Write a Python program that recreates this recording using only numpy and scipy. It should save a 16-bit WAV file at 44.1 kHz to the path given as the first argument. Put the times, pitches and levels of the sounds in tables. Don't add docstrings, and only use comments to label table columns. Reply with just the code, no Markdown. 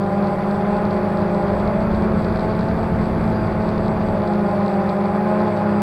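import sys
import numpy as np
from scipy import signal
from scipy.fft import rfft, irfft
from scipy.io import wavfile
from scipy.ndimage import uniform_filter1d

SR = 44100
rng = np.random.default_rng(int(sys.argv[2]) if len(sys.argv) > 2 else 0)


def waveform_to_disk(signal):
    frames = np.transpose(np.atleast_2d(signal))
    scaled = np.clip(frames, -1, 1) * 32767
    samples = np.round(scaled).astype(np.int16)
    wavfile.write(sys.argv[1], SR, samples)


def gain_from_db(level_db):
    decades = np.asarray(level_db, float) / 20
    return 10 ** decades


N = 256650
T = np.arange(N) / SR

# time in seconds, rate in Hz.
FRONT_LEFT = [(0, 199.7), (.5, 202.6), (.8, 208), (1.2, 208.4), (1.5, 201.8), (1.7, 212), (1.9, 216.4),
              (2.2, 213.2), (2.6, 215.3), (2.8, 221.7), (3.02, 214.5), (3.25, 219.6), (3.45, 212.5),
              (4.13, 213.7), (4.4, 205), (4.87, 197.9), (5.33, 210.5), (5.82, 204)]
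FRONT_RIGHT = [(0, 203.1), (0.549, 206.9), (0.719, 201.3), (1.05, 196.3), (1.22, 198.7), (1.5, 195.6),
               (1.72, 197.5), (2.22, 184.8), (2.7, 186.7), (2.92, 181.8), (3.2, 181.6), (3.55, 186.9),
               (4.02, 189.1), (4.4, 207.3), (4.9, 208), (5.12, 203.5), (5.4, 212.9), (5.82, 204.7)]
REAR_LEFT = [(0, 178.5), (.4, 183.3), (.6, 184.6), (.9, 181.1), (1.1, 182), (1.45, 176.5), (1.7, 184.8),
             (1.92, 183), (2.4, 171.8), (2.82, 181.4), (3.28, 167.7), (3.7, 175.3), (4.02, 180.3),
             (4.3, 175.5), (4.62, 181.5), (4.87, 179.2), (5.15, 183.7), (5.82, 171.2)]
REAR_RIGHT = [(0, 148.7), (.3, 146.7), (.6, 151.5), (.8, 152), (1.12, 154.9), (1.45, 148.6), (1.701, 160.7),
              (2.252, 160.3), (2.45, 165.7), (2.7, 167.8), (3.15, 166.8), (3.6, 162.6), (3.9, 163.4),
              (4.102, 165.9), (4.32, 153), (4.649, 143.4), (5.35, 150.5), (5.82, 142.7)]
# cruise rate in Hz, lowest tone in dB, its gain with speed in dB per Hz,
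# slap of the overtones in dB, slap lost in a gust in dB.
ROTORS = [
    (208, -23.5, -0.09, -27.5, 1.5),
    (202, -30.5, 0.08, -35.5, 3),
    (176.4, -28.5, 0.11, -31, 2),
    (155, -33.5, 0.08, -35.5, -0.5),
]
# overtones 2 to 7, in dB relative to its slap.
OVERTONES = [
    (-7, -5, -4.5, -13.5, -22.5, -20.5),
    (-7, -4, -2.5, -7.5, -11, -21.5),
    (-1, -4, -12.5, -30.5, -31, -30.5),
    (-9, -11.5, -3, -11, -13.5, -12),
]
# shaft orders 1, 3, 5 and 7 of one rotor, in dB.
UNBALANCE = [
    (-36, -67, -48, -49),
    (-43, -47.5, -45, -44),
    (-47, -49.5, -43.5, -43),
    (-52, -45.5, -47.5, -67.5),
]
# time in seconds, overtone lift in dB.
BITE = [(0, 1), (.45, -0.7), (.75, 2.9), (1.0, -0.6), (1.5, 2.1), (1.9, -0.5), (2.5, 0), (3.1, -2.7),
        (3.7, 0.3), (4.0, -2), (4.22, 0.5), (4.5, 2.8), (4.75, 2), (5.1, 0.7), (5.4, 4), (5.82, 0)]
BITE_SHARE = (1.16, 0.83, 0.5, 0.53)
# time in seconds, wind buffet in dB, blade wash in dB.
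AIR = [
    (0.0, -42, -39.5),
    (0.1, -45, -36.5),
    (0.6, -37, -35),
    (1.38, -37.5, -34.5),
    (1.51, -32.5, -34),
    (2.9, -28, -35.5),
    (4.12, -32, -35),
    (4.28, -40.5, -35.5),
    (5.82, -47, -33.5),
]
# frequency in Hz, density in dB per Hz.
BUFFET = [(20, -5.5), (50, 2.5), (100, 2), (160, 1), (250, -4.5), (400, -5), (700, -38), (1200, -32),
          (2000, -59)]
WASH = [(40, -20.5), (120, -10.5), (250, -10.5), (450, -7.5), (700, -0.5), (1000, -4.5), (1400, -9),
        (2000, -16), (2500, -20.5), (3000, -32.5), (4000, -42), (6000, -63)]
HISS = [(3000, -32.5), (5000, 0.5), (6500, -6), (8500, -6), (9800, -7), (10500, 0.5), (11800, -3.5),
        (13300, -14), (14500, -9.5), (15800, -17)]
# frequency in Hz, width in Hz, level in dB.
CASE = [
    (3410, 430, 1),
    (4390, 330, -3),
    (4640, 250, -2),
    (6200, 2800, -22),
]
# time in seconds, peak in dB.
KNOCKS = [(.2263, -34), (0.5116, -30), (.8534, -30), (0.9082, -33), (1.1735, -31), (1.218, -33),
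          (1.347, -31), (1.4824, -34), (1.6004, -32), (1.6771, -30), (2.023, -33), (2.2473, -30),
          (2.3726, -33), (2.3956, -27), (2.4079, -31), (2.5922, -31), (2.6092, -30), (3.0412, -33),
          (3.6909, -29), (3.7808, -31), (3.8818, -29), (4.0869, -34), (4.2764, -29), (4.3369, -31),
          (4.6628, -29), (4.6814, -28), (4.8925, -28), (4.8983, -27.5), (5.0573, -33), (5.5741, -32)]
# time in seconds, how much more often it taps in dB.
LOOSE = [(0, -6), (.22, 0), (.55, -7), (.8, 2), (1.3, 5), (1.75, -5.5), (1.95, 6), (2.12, -1), (2.3, 6.5),
         (2.62, 6.5), (2.9, -4), (3.3, 4), (3.7, 5.5), (3.95, -6), (4.7, 2.5), (5.17, -7), (5.4, 6),
         (5.82, -1)]
# start and length in seconds, first and last pitch in Hz, level in dB.
WHISTLES = [
    (3.32, .17, 4740, 4780, -52),
    (5.7, .16, 4810, 4770, -54),
]
# pitch in Hz, second at which it swings in step with the first, level and octave level in dB.
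WHINE_HZ, IN_STEP = (7819.89, 7824.68, 7823.47, 7811.85), (0, .119, .242, .072)
WHINE_DB, OCTAVE_DB = (-69.3, -69, -80, -78.5), (-92, -102, -88, -94)
ARM_HZ, ARM_WIDTH_HZ, ARM_DB = 586, 17, (0.5, 10.5, 0.3, 3)
HUNT_S, HUNT_PER_S, HUNT_HZ = 4.43, 5.15, 3.5
WANDER_DB, WANDER_HZ = 1.08, 1.9
TAP_CHANCE, TAP_DB, TAP_SPREAD_DB = .16, -41, 3.5
HISS_DB = -63


def evened(x):
    return x / np.sqrt(np.mean(x ** 2) + 1e-20)


def column(values):
    return np.array(values)[:, None]


def curves(rows):
    s, *columns = np.transpose(rows)
    return np.array([np.interp(T, s, c) for c in columns])


def drift(top_hz, count):
    steps = rng.standard_normal((count, N // 64 + 2))
    length = steps.shape[1]
    z = rfft(steps) / (1 + (np.fft.rfftfreq(length, 64 / SR) / top_hz) ** 4)
    s = np.arange(length) * 64 / SR
    return np.array([np.interp(T, s, evened(v)) for v in irfft(z, length)])


def noise(spectrum, patchy_db, size=1024):
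    hz = np.fft.rfftfreq(size, 1 / SR)
    f, db = np.transpose(spectrum)
    a, b, patches = rng.standard_normal((4 * N // size + 5, len(hz), 3)).T
    patches = evened(uniform_filter1d(uniform_filter1d(patches, 10, 0), 10, 1))
    colour_db = np.interp(np.log(hz + 1), np.log(f + 1), db, left=-60, right=-120)
    z = (a + 1j * b) * gain_from_db(colour_db[:, None] + patchy_db * patches)
    return signal.istft(z, nperseg=size, noverlap=size * 3 // 4)[1][:N]


def band_rms(x, lo, hi):
    return np.std(signal.sosfilt(signal.butter(4, [lo, hi], "band", fs=SR, output="sos"), x))


def speeds():
    hunting = HUNT_HZ * np.sin(2 * np.pi * HUNT_PER_S * np.maximum(T - HUNT_S, 0))
    rates = np.vstack([curves(rows) for rows in (FRONT_LEFT, FRONT_RIGHT, REAR_LEFT, REAR_RIGHT)])
    return rates + hunting * column([0, 1, 0, 0])


def loads(rates, gust):
    cruise_hz, tone_db, db_per_hz, slap_db, lost_db = np.transpose(ROTORS)[:, :, None]
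    wander_db = WANDER_DB * drift(WANDER_HZ, count=8)
    thrust = tone_db + db_per_hz * (rates - cruise_hz) + wander_db[:4]
    slap = slap_db + column(BITE_SHARE) * curves(BITE) - lost_db * gust + wander_db[4:]
    return thrust, slap


def blade_tones(rates, turns, gust):
    thrust, slap = loads(rates, gust)
    orders = np.r_[1:8, .5:4][:, None]
    out = np.zeros(N)
    for k in range(4):
        overtones_db = slap[k] + column(OVERTONES[k]) - gust * column([.3, -1.2, 3.6, 2.6, 2.6, 2.6])
        unbalance_db = column(UNBALANCE[k]) + 2.3 * gust
        level_db = np.vstack([thrust[k] - .4, overtones_db, unbalance_db])
        level_db = level_db + ARM_DB[k] / (1 + ((orders * rates[k] - ARM_HZ) / ARM_WIDTH_HZ) ** 2)
        flicker_db = (0.58 + 0.3 * gust) * np.minimum(orders, 2) * drift(10.8, count=11)
        shake = .03 * drift(6.0, count=1)
        blur = (.01 + .008 * gust) * drift(12.0, count=11)
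        phase = (turns[k] + shake) * orders + rng.random((11, 1)) + blur
        out += np.sqrt(2) * (gain_from_db(level_db + flicker_db) * np.cos(2 * np.pi * phase)).sum(0)
    return out


def wake_tones(turns):
    pairs = np.array([turns[a] + turns[b] for a, b in ((0, 1), (0, 2), (1, 2), (0, 3), (2, 3))])
    level_db = column([-42, -42, -46, -46, -47]) + 2.0 * drift(7.3, count=5)
    tones = gain_from_db(level_db) * np.cos(2 * np.pi * (pairs + rng.random((5, 1))))
    return np.sqrt(2) * tones.sum(0)


def chop(turns, depth):
    sweeps = column([1, .7, .8, .5]) * np.cos(2 * np.pi * turns)
    return evened(np.exp(depth * sweeps.sum(0)))


def airflow(turns):
    buffet_db, wash_db = curves(AIR)
    buffet = noise(BUFFET, 0.91, size=2048)
    buffet *= gain_from_db(buffet_db + drift(3.0, count=1)[0]) / band_rms(buffet, 21, 87.0)
    wash = noise(WASH, 1.0)
    wash *= gain_from_db(wash_db - 0.6) * chop(turns, depth=0.1) / band_rms(wash, 1097, 3100)
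    hiss = evened(noise(HISS, .7, size=512)) * chop(turns, depth=0.11)
    return buffet + wash + gain_from_db(HISS_DB + .4 * drift(3.0, count=1)[0]) * hiss


def whine(turns):
    out = np.zeros(N)
    for k, rotor in enumerate((2, 0, 1, 3)):
        phase = 2 * np.pi * (WHINE_HZ[k] * T - (WHINE_HZ[k] - WHINE_HZ[0]) * IN_STEP[k])
        turning = 1 + 0.33 * np.cos(2 * np.pi * turns[rotor]) + .25 * np.cos(np.pi * turns[rotor])
        out += turning * (gain_from_db(WHINE_DB[k]) * np.cos(phase) + gain_from_db(OCTAVE_DB[k]) * np.cos(2 * phase))
    return out


def case(x):
    out = np.zeros(N)
    for k, (hz, width, db) in enumerate(CASE):
        r = np.exp(-np.pi * width / SR)
        angle = 2 * np.pi * hz / SR
        ring = signal.lfilter([np.sin(angle)], [1, -2 * r * np.cos(angle), r * r], x)
        out += (-1) ** k * gain_from_db(db) * ring
    return out


def taps(turns, spells):
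    passing = np.diff(np.floor(turns), prepend=0) > 0
    struck = passing * (rng.random(N) < TAP_CHANCE * spells)
    return gain_from_db(TAP_DB + TAP_SPREAD_DB * rng.standard_normal(N)) * struck


def mount_tick():
    t = np.arange(-100, 101) / SR
    width = np.where(t < 0, .00021, .0003)
    body = np.exp(-.5 * (t / width) ** 2) * np.cos(2 * np.pi * 4200 * t)
    edge = np.exp(-.5 * (t / 0.00015) ** 2) * np.cos(2 * np.pi * 6700 * t)
    return body + gain_from_db(-19.0) * edge


def rattle(turns):
    knocks = np.zeros(N)
    for s, db in KNOCKS:
        knocks[round(s * SR)] = gain_from_db(db - 1.3)
    spells = gain_from_db(curves(LOOSE)[0]) * np.exp(0.25 * drift(14.0, count=1)[0])
    faint = gain_from_db(-54 + 2.9 * np.minimum(rng.exponential(1, N), 3.5))
    faint = faint * (rng.random(N) < 520 * spells ** .6 / SR)
    ticks = signal.oaconvolve(knocks + taps(turns[2], spells) + faint, mount_tick(), "same")
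    air = gain_from_db(-65.5 + 1.5 * drift(28.0, count=1)[0]) * chop(turns, depth=0.21) * rng.standard_normal(N)
    rung = signal.sosfilt(signal.butter(3, 2700, "high", fs=SR, output="sos"), case(air))
    return rung + ticks


def whistles():
    out = np.zeros(N)
    for s, length, hz, end_hz, db in WHISTLES:
        u = np.clip((T - s) / length, 0, 1)
        pitch = hz + (end_hz - hz) * u + 2.3 * drift(30.0, count=1)[0]
        out += gain_from_db(db) * np.sin(np.pi * u) ** 0.52 * np.cos(2 * np.pi * np.cumsum(pitch) / SR)
    return out


def scene():
    rates = speeds()
    turns = np.cumsum(rates, 1) / SR
    gust = np.clip((curves(AIR)[0] + 38) / 10, 0, 1.5)
    tones = blade_tones(rates, turns, gust) + wake_tones(turns) + whine(turns)
    mix = tones + airflow(turns) + rattle(turns) + whistles()
    return mix[None]


def top_cut(x):
    return signal.sosfilt(signal.butter(12, 15750, fs=SR, output="sos"), x)


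def record(dry):
    return top_cut(1.2 * np.tanh(dry / 1.2))


dry = scene()
out = record(dry)
waveform_to_disk(out)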